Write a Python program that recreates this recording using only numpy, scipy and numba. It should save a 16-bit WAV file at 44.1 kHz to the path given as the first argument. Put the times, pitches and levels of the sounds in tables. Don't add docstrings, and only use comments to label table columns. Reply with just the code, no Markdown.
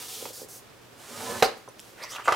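import sys
import numpy as np
from scipy import signal
from scipy.fft import rfft, irfft, next_fast_len
from scipy.io import wavfile
from scipy.ndimage import uniform_filter1d
from numba import njit

SR = 44100
rng = np.random.default_rng(int(sys.argv[2]) if len(sys.argv) > 2 else 0)


def put_to_file(sound):
    columns = np.atleast_2d(sound).T
    safe = np.clip(columns, -1, 1)
    whole_steps = np.round(safe * 32767)
    wavfile.write(sys.argv[1], SR, whole_steps.astype(np.int16))


def attenuation_scalar(level_db):
    decades = np.asarray(level_db, float) / 20
    return 10 ** decades


N = 103811

# pitch_hz, level_db, t60_s
BOARD_MODES = [(239, -8, 0.12), (402, -20, 0.24), (479, 7.5, 0.061), (532, 8, 0.06), (770, 10, 0.047),
               (1013, 6, 0.061), (1267, 7.5, 0.056), (1380, -1, 0.082), (1758, -7, 0.32), (2200, -5, 0.057),
               (2476, -26, 0.054), (3080, -15, 0.04), (3840, -24, 0.035), (4900, -10, .04)]
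# pitch_hz, level_db, t60_s
CARD_MODES = [(357, -5, 0.14), (544, 4.5, 0.092), (681, -12, 0.032), (850, -10, 0.087), (990, 9.5, 0.11),
              (1190, 14.5, 0.07), (1290, 19, 0.032), (1438, 12, 0.11), (1685, 7, 0.11), (1988, 13, 0.1),
              (2420, -13, 0.069), (2690, 0, 0.072), (3450, -12, .03)]
BOARD_LOW_HZ, CARD_LOW_HZ = 245, 435


def unit(x):
    return x / np.sqrt(np.mean(x ** 2))


def colour(x, points):
    hz, db = np.array(points, float).T
    n = next_fast_len(N)
    bin_hz = np.arange(n // 2 + 1) * SR / n
    gain = attenuation_scalar(np.interp(np.log(bin_hz + 1), np.log(hz), db))
    return unit(irfft(rfft(x, n) * gain, n)[:N])


def ring(x, modes):
    out = 0
    for hz, db, t60_s in modes:
        pole = np.exp(2j * np.pi * hz / SR - np.log(1000) / (max(t60_s, .002) * SR))
        out = out + attenuation_scalar(db) * signal.lfilter([1], [1, -pole], x).imag
    return out


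def cut(x, hz, kind, order=2):
    sos = signal.butter(order, np.clip(hz, 20, .45 * SR), kind, fs=SR, output="sos")
    return signal.sosfilt(sos, x)


def wander(hz):
    return unit(cut(rng.standard_normal(N), hz, "low"))


def grit(rate_hz, spread_db):
    clicks = (rng.random(N) < rate_hz / SR) * attenuation_scalar(spread_db * np.minimum(rng.exponential(size=N), 3))
    flicker = attenuation_scalar(0.5 * wander(60))
    return unit(rng.standard_normal(N) * (1 + 0.5 * clicks) * flicker)


@njit
def sweep(x, hz, sharp):
    y, b, l = np.empty(len(x)), 0., 0.
    for i in range(len(x)):
        g = np.tan(np.pi * hz[i] / SR)
        v = (b + g * (x[i] - l)) / (1 + g * (g + sharp))
        b, l, y[i] = 2 * v - b, l + 2 * g * v, sharp * v
    return y


def pan(x, db):
    return x * attenuation_scalar(np.array([[db], [-db]]) / 2)


def stylus(t):
    # time_s, fibre_hiss_db, board_push_db
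    stroke = [
        (.88, -83, -74),
        (1.0, -51.5, -50),
        (1.1, -45.5, -61),
        (1.2, -39.5, -35),
        (1.27, -38.5, -37),
        (1.31, -37.5, -30.5),
        (1.36, -40, -27),
        (1.41, -38.5, -39.5),
        (1.428, -50, -48),
    ]
    # pitch_hz, level_db (per Hz)
    fibre = [(80, -40), (400, -6), (1200, -9.5), (1770, -11), (2560, -12.5), (8440, -13), (14500, -21),
             (16000, -27)]
    # pitch_hz, pass_s, lively_s
    passed = [(124, 1.22, .06), (235, 1.125, .02), (245, 1.21, .03), (240, 1.305, .02), (229, 1.385, .045),
              (360, 1.335, .02), (390, 1.38, .02), (455, 1.235, .04), (475, 1.315, .025), (560, 1.12, .015),
              (570, 1.17, .02), (575, 1.3, .02), (690, 1.29, .02), (770, 1.245, .03), (780, 1.35, .025),
              (880, 1.23, .02), (1020, 1.13, .03), (1010, 1.29, .035), (975, 1.34, .018), (1060, 1.38, .02),
              (1120, 1.32, .015), (1245, 1.15, .03), (1310, 1.27, .025), (1500, 1.23, .025),
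              (1740, 1.3, .04)]
    passed_db = [-55, -49.5, -53, -56, -43.5, -44, -44, -43, -34.5, -53, -48.5, -39.5, -43.5, -45, -49, -47,
                 -53, -37.5, -41.5, -62, -43, -53, -49, -49, -47.5]
    pass_t60_s, pass_rest_db, pass_lock, lift_s = 0.15, -23, .85, .006
    s, hiss_db, push_db = np.array(stroke).T
    out = colour(grit(740, 5.0), fibre) * attenuation_scalar(np.interp(t, s, hiss_db))
    push = grit(420, 8.2)
    rest = attenuation_scalar(pass_rest_db + np.interp(t, s, push_db))
    for (hz, pass_s, lively_s), db in zip(passed, passed_db):
        mode = [(hz, 0, pass_t60_s)]
        loose = ring(push, mode)
        locked = cut(ring(loose, mode), hz / 2, "high")
        locked = unit(locked / uniform_filter1d(locked ** 2, size=1200) ** (pass_lock / 2))
        near = np.exp(-((t - pass_s) / lively_s) ** 2)
        out = out + unit(cut(loose, hz / 2, "high")) * rest + locked * attenuation_scalar(db) * near
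    return out * (t > s[0]) * np.clip((s[-1] - t) / lift_s, 0, 1)


def hits(rows, modes, low_hz):
    # pitch_hz, level_db (per Hz)
    crack_tone = [(880, 7.5), (1500, 4), (2250, 1.5), (3590, -4), (4870, -5.5), (12100, -18), (16000, -31)]
    crack_t60_s, rattle_db, rattle_t60_s = 0.035, -28, 0.49
    contact_cycles, favour_db_per_oct = 0.52, 11
    spot_db, spot_t60_s = 8, .03
    held_t60_s = .06
    out, n = np.zeros(N), int(.22 * SR)
    t = np.arange(n) / SR
    crack = cut(colour(grit(2000, 1.1), crack_tone), low_hz, "high", order=4)
    fade = attenuation_scalar(-60 * t / crack_t60_s) + attenuation_scalar(rattle_db - 60 * t / rattle_t60_s)
    for s, db, favoured_hz, crack_db in rows:
        push = np.sin(np.pi * np.clip(t * favoured_hz / contact_cycles, 0, 1)) ** 2
        struck = [(favoured_hz, spot_db, spot_t60_s)]
        for hz, mode_db, t60_s in modes:
            luck = rng.standard_normal()
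            off_db = favour_db_per_oct * abs(np.log2(hz / favoured_hz))
            struck.append((hz * (1 + luck / 100), mode_db + luck - off_db, min(t60_s, held_t60_s)))
        body = cut(ring(push, struck), low_hz, "high", order=4)
        body = body / np.abs(body).max()
        i = int(s * SR)
        k = min(n, N - i)
        out[i:i + k] += attenuation_scalar(db) * (body[:k] + attenuation_scalar(crack_db) * crack[i:i + k] * fade[:k])
    return out


def knocks():
    # start_s, level_db, favoured_hz, crack_db
    board_knocks = [(.2245, -30, 507, -43), (.2545, -36.5, 1210, 3.5), (.258, -32, 543, -45),
                    (.397, -44, 730, -5), (.4165, -33.5, 500, -45), (.43, -36, 440, -40),
                    (.445, -44, 386, -40), (.275, -46, 480, -40), (.305, -40.5, 490, -40),
                    (1.4241, -11.5, 770, -2.5), (1.4262, -9.5, 520, -7), (1.4305, -23, 750, 3.5),
                    (1.437, -43, 480, -16), (1.444, -23.5, 800, -6.5), (1.451, -25, 380, -20),
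                    (1.459, -27, 480, -13), (1.466, -28.5, 750, -30), (1.476, -30, 450, -26),
                    (1.488, -28, 544, -28), (1.516, -38, 613, -19), (1.528, -43, 520, -22),
                    (1.677, -32.5, 1014, -47), (1.684, -37, 560, -40), (1.936, -45, 460, -24)]
    return hits(board_knocks, BOARD_MODES, BOARD_LOW_HZ)


def snaps():
    # start_s, level_db, favoured_hz, crack_db
    card_snaps = [(2.127, -49, 860, -30), (2.135, -31, 1500, -30), (2.15, -28, 1470, -33),
                  (2.151, -51, 536, -40), (2.16, -29, 1320, -20), (2.184, -27, 1370, -25),
                  (2.192, -28.5, 1210, -34), (2.197, -26, 980, -35), (2.203, -40, 1050, -35),
                  (2.222, -39, 1240, -30), (2.257, -24.5, 1510, -17), (2.2752, -16, 700, -19),
                  (2.279, -14.5, 776, -10), (2.2812, -4.5, 1290, -39), (2.2845, -6.5, 860, -38),
                  (2.2865, -20, 1860, -15), (2.289, -10.5, 1190, -23), (2.293, -12, 714, -35),
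                  (2.2945, -17, 1300, -32), (2.2995, -32, 1110, -7), (2.304, -17, 900, -19),
                  (2.3095, -21, 1230, -14), (2.318, -32, 850, -22), (2.3222, -22.5, 1510, 0.5),
                  (2.3238, -13.5, 1240, -21), (2.328, -19, 1380, -14.5), (2.3395, -23.5, 1140, -11),
                  (2.347, -23, 1620, -13)]
    return hits(card_snaps, CARD_MODES, CARD_LOW_HZ)


def scrapes(t):
    # loudest_s, length_s, level_db,
    # early_edge_hz, late_edge_hz
    edge_scrapes = [(1.446, 0.0068, -31.5, 4500, 4870), (1.461, 0.0056, -35.5, 4900, 4200),
                    (1.482, 0.011, -44, 4200, 4000), (2.151, 0.002, -42, 3450, 3300),
                    (2.222, 0.0033, -52, 2670, 2770), (2.002, 0.016, -54, 540, 536),
                    (2.01, 0.025, -50, 1470, 2220), (2.031, 0.015, -47, 520, 560),
                    (2.038, 0.012, -43.5, 4030, 5660), (2.062, 0.051, -49, 2250, 1810),
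                    (2.114, .015, -44, 5100, 6530), (2.132, 0.023, -48, 8600, 6300),
                    (2.136, 0.02, -46, 3250, 3450), (2.163, 0.0055, -38.5, 2970, 2530),
                    (2.155, 0.011, -53.5, 535, 544), (2.2, 0.016, -47, 1790, 1650),
                    (2.193, 0.015, -48, 1400, 1080), (2.214, 0.0065, -49, 1040, 1250),
                    (2.26, 0.012, -47.5, 7900, 7200), (2.263, 0.015, -44, 2760, 2530),
                    (2.339, 0.022, -44, 2740, 2840)]
    width, broad_db, card_db = 0.32, -2.5, -6
    out, rub = 0, grit(780, 5.7)
    damped = [(hz, db, t60_s * 0.43) for hz, db, t60_s in CARD_MODES]
    stir = unit(cut(ring(rub, damped), CARD_LOW_HZ, "high"))
    for k, (s, length_s, db, early_hz, late_hz) in enumerate(edge_scrapes):
        shift = k * N // len(edge_scrapes)
        x, card = np.roll(rub, shift), np.roll(stir, shift)
        env = np.exp(-((t - s) / length_s) ** 2 / 2)
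        glide_hz = np.interp(t, [s - length_s, s + length_s], [early_hz, late_hz])
        edge = unit(sweep(sweep(x, glide_hz, width), glide_hz, width))
        broad = unit(cut(x, [late_hz / 2, 2 * late_hz], "band", order=1))
        out = out + attenuation_scalar(db) * env * (edge + attenuation_scalar(broad_db) * broad + attenuation_scalar(card_db) * card)
    return out


def fingers(t):
    # start_s, length_s, level_db, lowest_hiss_hz
    slides = [
        (-.05, 0.07, -42, 850),
        (-.05, 0.33, -43, 2900),
        (.24, 0.087, -52, 3910),
        (.08, .14, -43, 3070),
        (0.328, 0.089, -44.5, 4360),
        (0.481, 0.082, -46.5, 5600),
        (1.432, 0.0097, -52, 3840),
        (1.567, 0.0088, -56.5, 1500),
        (1.785, 0.11, -56.5, 2870),
        (1.873, 0.075, -65, 4950),
    ]
    attack_s, release_s, skin_top_hz = 0.0053, 0.034, 10700
    body_db, skin_peak_db = -14.5, -20
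    damped = [(hz, db, t60_s * 0.8) for hz, db, t60_s in BOARD_MODES]
    board = unit(cut(ring(rng.standard_normal(N), damped), BOARD_LOW_HZ, "high"))
    rub = cut(grit(830, 2), skin_top_hz, "low", order=1) * attenuation_scalar(0.8 * wander(27))
    out = 0
    for k, (s, length_s, db, hz) in enumerate(slides):
        attack = np.clip((t - s) / attack_s, 0, 1)
        release = np.exp(-(np.maximum(t - s - length_s, 0) / release_s) ** 2)
        skin = unit(cut(np.roll(rub, k * N // len(slides)), hz, "high", order=3))
        skin = skin + attenuation_scalar(skin_peak_db) * unit(cut(skin, [hz, hz * 1.21], "band"))
        out = out + attenuation_scalar(db) * attack * release * (skin + attenuation_scalar(body_db) * board)
    return out


def ticks():
    # start_s, level_db, pitch_hz, t60_s
    contacts = [(0.698, -48, 5030, 0.011), (1.4234, -25, 12700, 0.011), (1.425, -10.5, 3900, 0.01),
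                (1.688, -42, 6010, 0.017), (1.689, -42, 9740, 0.015), (1.7946, -26.5, 3150, 0.0023),
                (1.7946, -29.5, 5200, 0.0037), (1.7948, -42, 12600, .008), (1.801, -35, 7400, 0.0045),
                (1.8012, -32, 9350, 0.0029), (2.027, -36, 5000, 0.016), (2.038, -29, 5830, 0.011),
                (2.039, -27.5, 2190, 0.0085), (2.043, -29, 1010, 0.017), (0.2537, -48, 2530, .02),
                (1.4265, -29, 230, 0.14), (1.416, -32, 1900, 0.025), (2.278, -49.5, 125, 0.14),
                (2.282, -60, 244, 0.046), (2.289, -29, 2680, .012), (2.296, -33, 2530, 0.015)]
    out, n = np.zeros(N + SR), int(.07 * SR)
    impulse = np.arange(n) == 0
    fade = np.linspace(1, 0, n) ** .5
    for s, db, hz, t60_s in contacts:
        i = int(s * SR)
        out[i:i + n] += cut(ring(impulse, [(hz, db, t60_s)]), hz / 2, "high") * fade
    return out[:N]


def room(x):
    level_db, gap_s, split_hz = -9, 0.00359, 5600
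    low_t60_s, high_t60_s, low_alike = 0.28, 0.096, 0.4
    t = np.arange(int(.5 * SR)) / SR
    noise = rng.standard_normal((2, len(t))) * (t > gap_s)
    low = cut(noise, split_hz, "low", order=1)
    high = cut(noise, split_hz, "high", order=1)
    bass = cut(noise, 1300, "low", order=1)
    low = low + low_alike * (bass.mean(0) * np.sqrt(2) - bass)
    tail = low * attenuation_scalar(-60 * t / low_t60_s) + high * attenuation_scalar(-60 * t / high_t60_s)
    tail = tail / np.sqrt((tail ** 2).sum(1, keepdims=True))
    return attenuation_scalar(level_db) * signal.fftconvolve(x[None], tail, axes=1)[:, :N]


def air(t):
    # pitch_hz, level_db (per Hz)
    fan = [(15, -34), (25, -8.5), (451, 0), (911, -6), (1130, -6), (1890, -9), (2110, -10), (3080, -12),
           (16000, -24)]
    fan_db, hum_db, desk_db, hum_hz = -53, -63, -68, 120
    mid = colour(rng.standard_normal(N), fan)
    side = colour(rng.standard_normal(N), fan) * np.array([[1], [-1]])
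    drift = attenuation_scalar(0.64 * wander(36))
    hum = attenuation_scalar(hum_db) * np.sin(2 * np.pi * hum_hz * t) * drift
    desk = unit(cut(rng.standard_normal(N), [hum_hz - 12, hum_hz + 12], "band", order=1))
    return pan(attenuation_scalar(fan_db) * drift * (mid + 0.7 * side) + hum + attenuation_scalar(desk_db) * desk, -1.5)


def scene():
    t = np.arange(N) / SR
    board = stylus(t) + knocks()
    card = scrapes(t) + snaps()
    hand = fingers(t) + ticks()
    direct = pan(board, -3) + pan(hand, -1.4) + pan(card, -1.5)
    return direct + room(board + hand + card) + air(t)


def band_limit(x):
    return signal.sosfilt(signal.butter(12, 16490, fs=SR, output="sos"), x)


def record(dry):
    top_cut = signal.ellip(12, .5, 100, 15800, fs=SR, output="sos")
    mix = signal.sosfilt(top_cut, cut(dry, 25, "high"))
    return band_limit(mix)


dry = scene()
out = record(dry)
put_to_file(out)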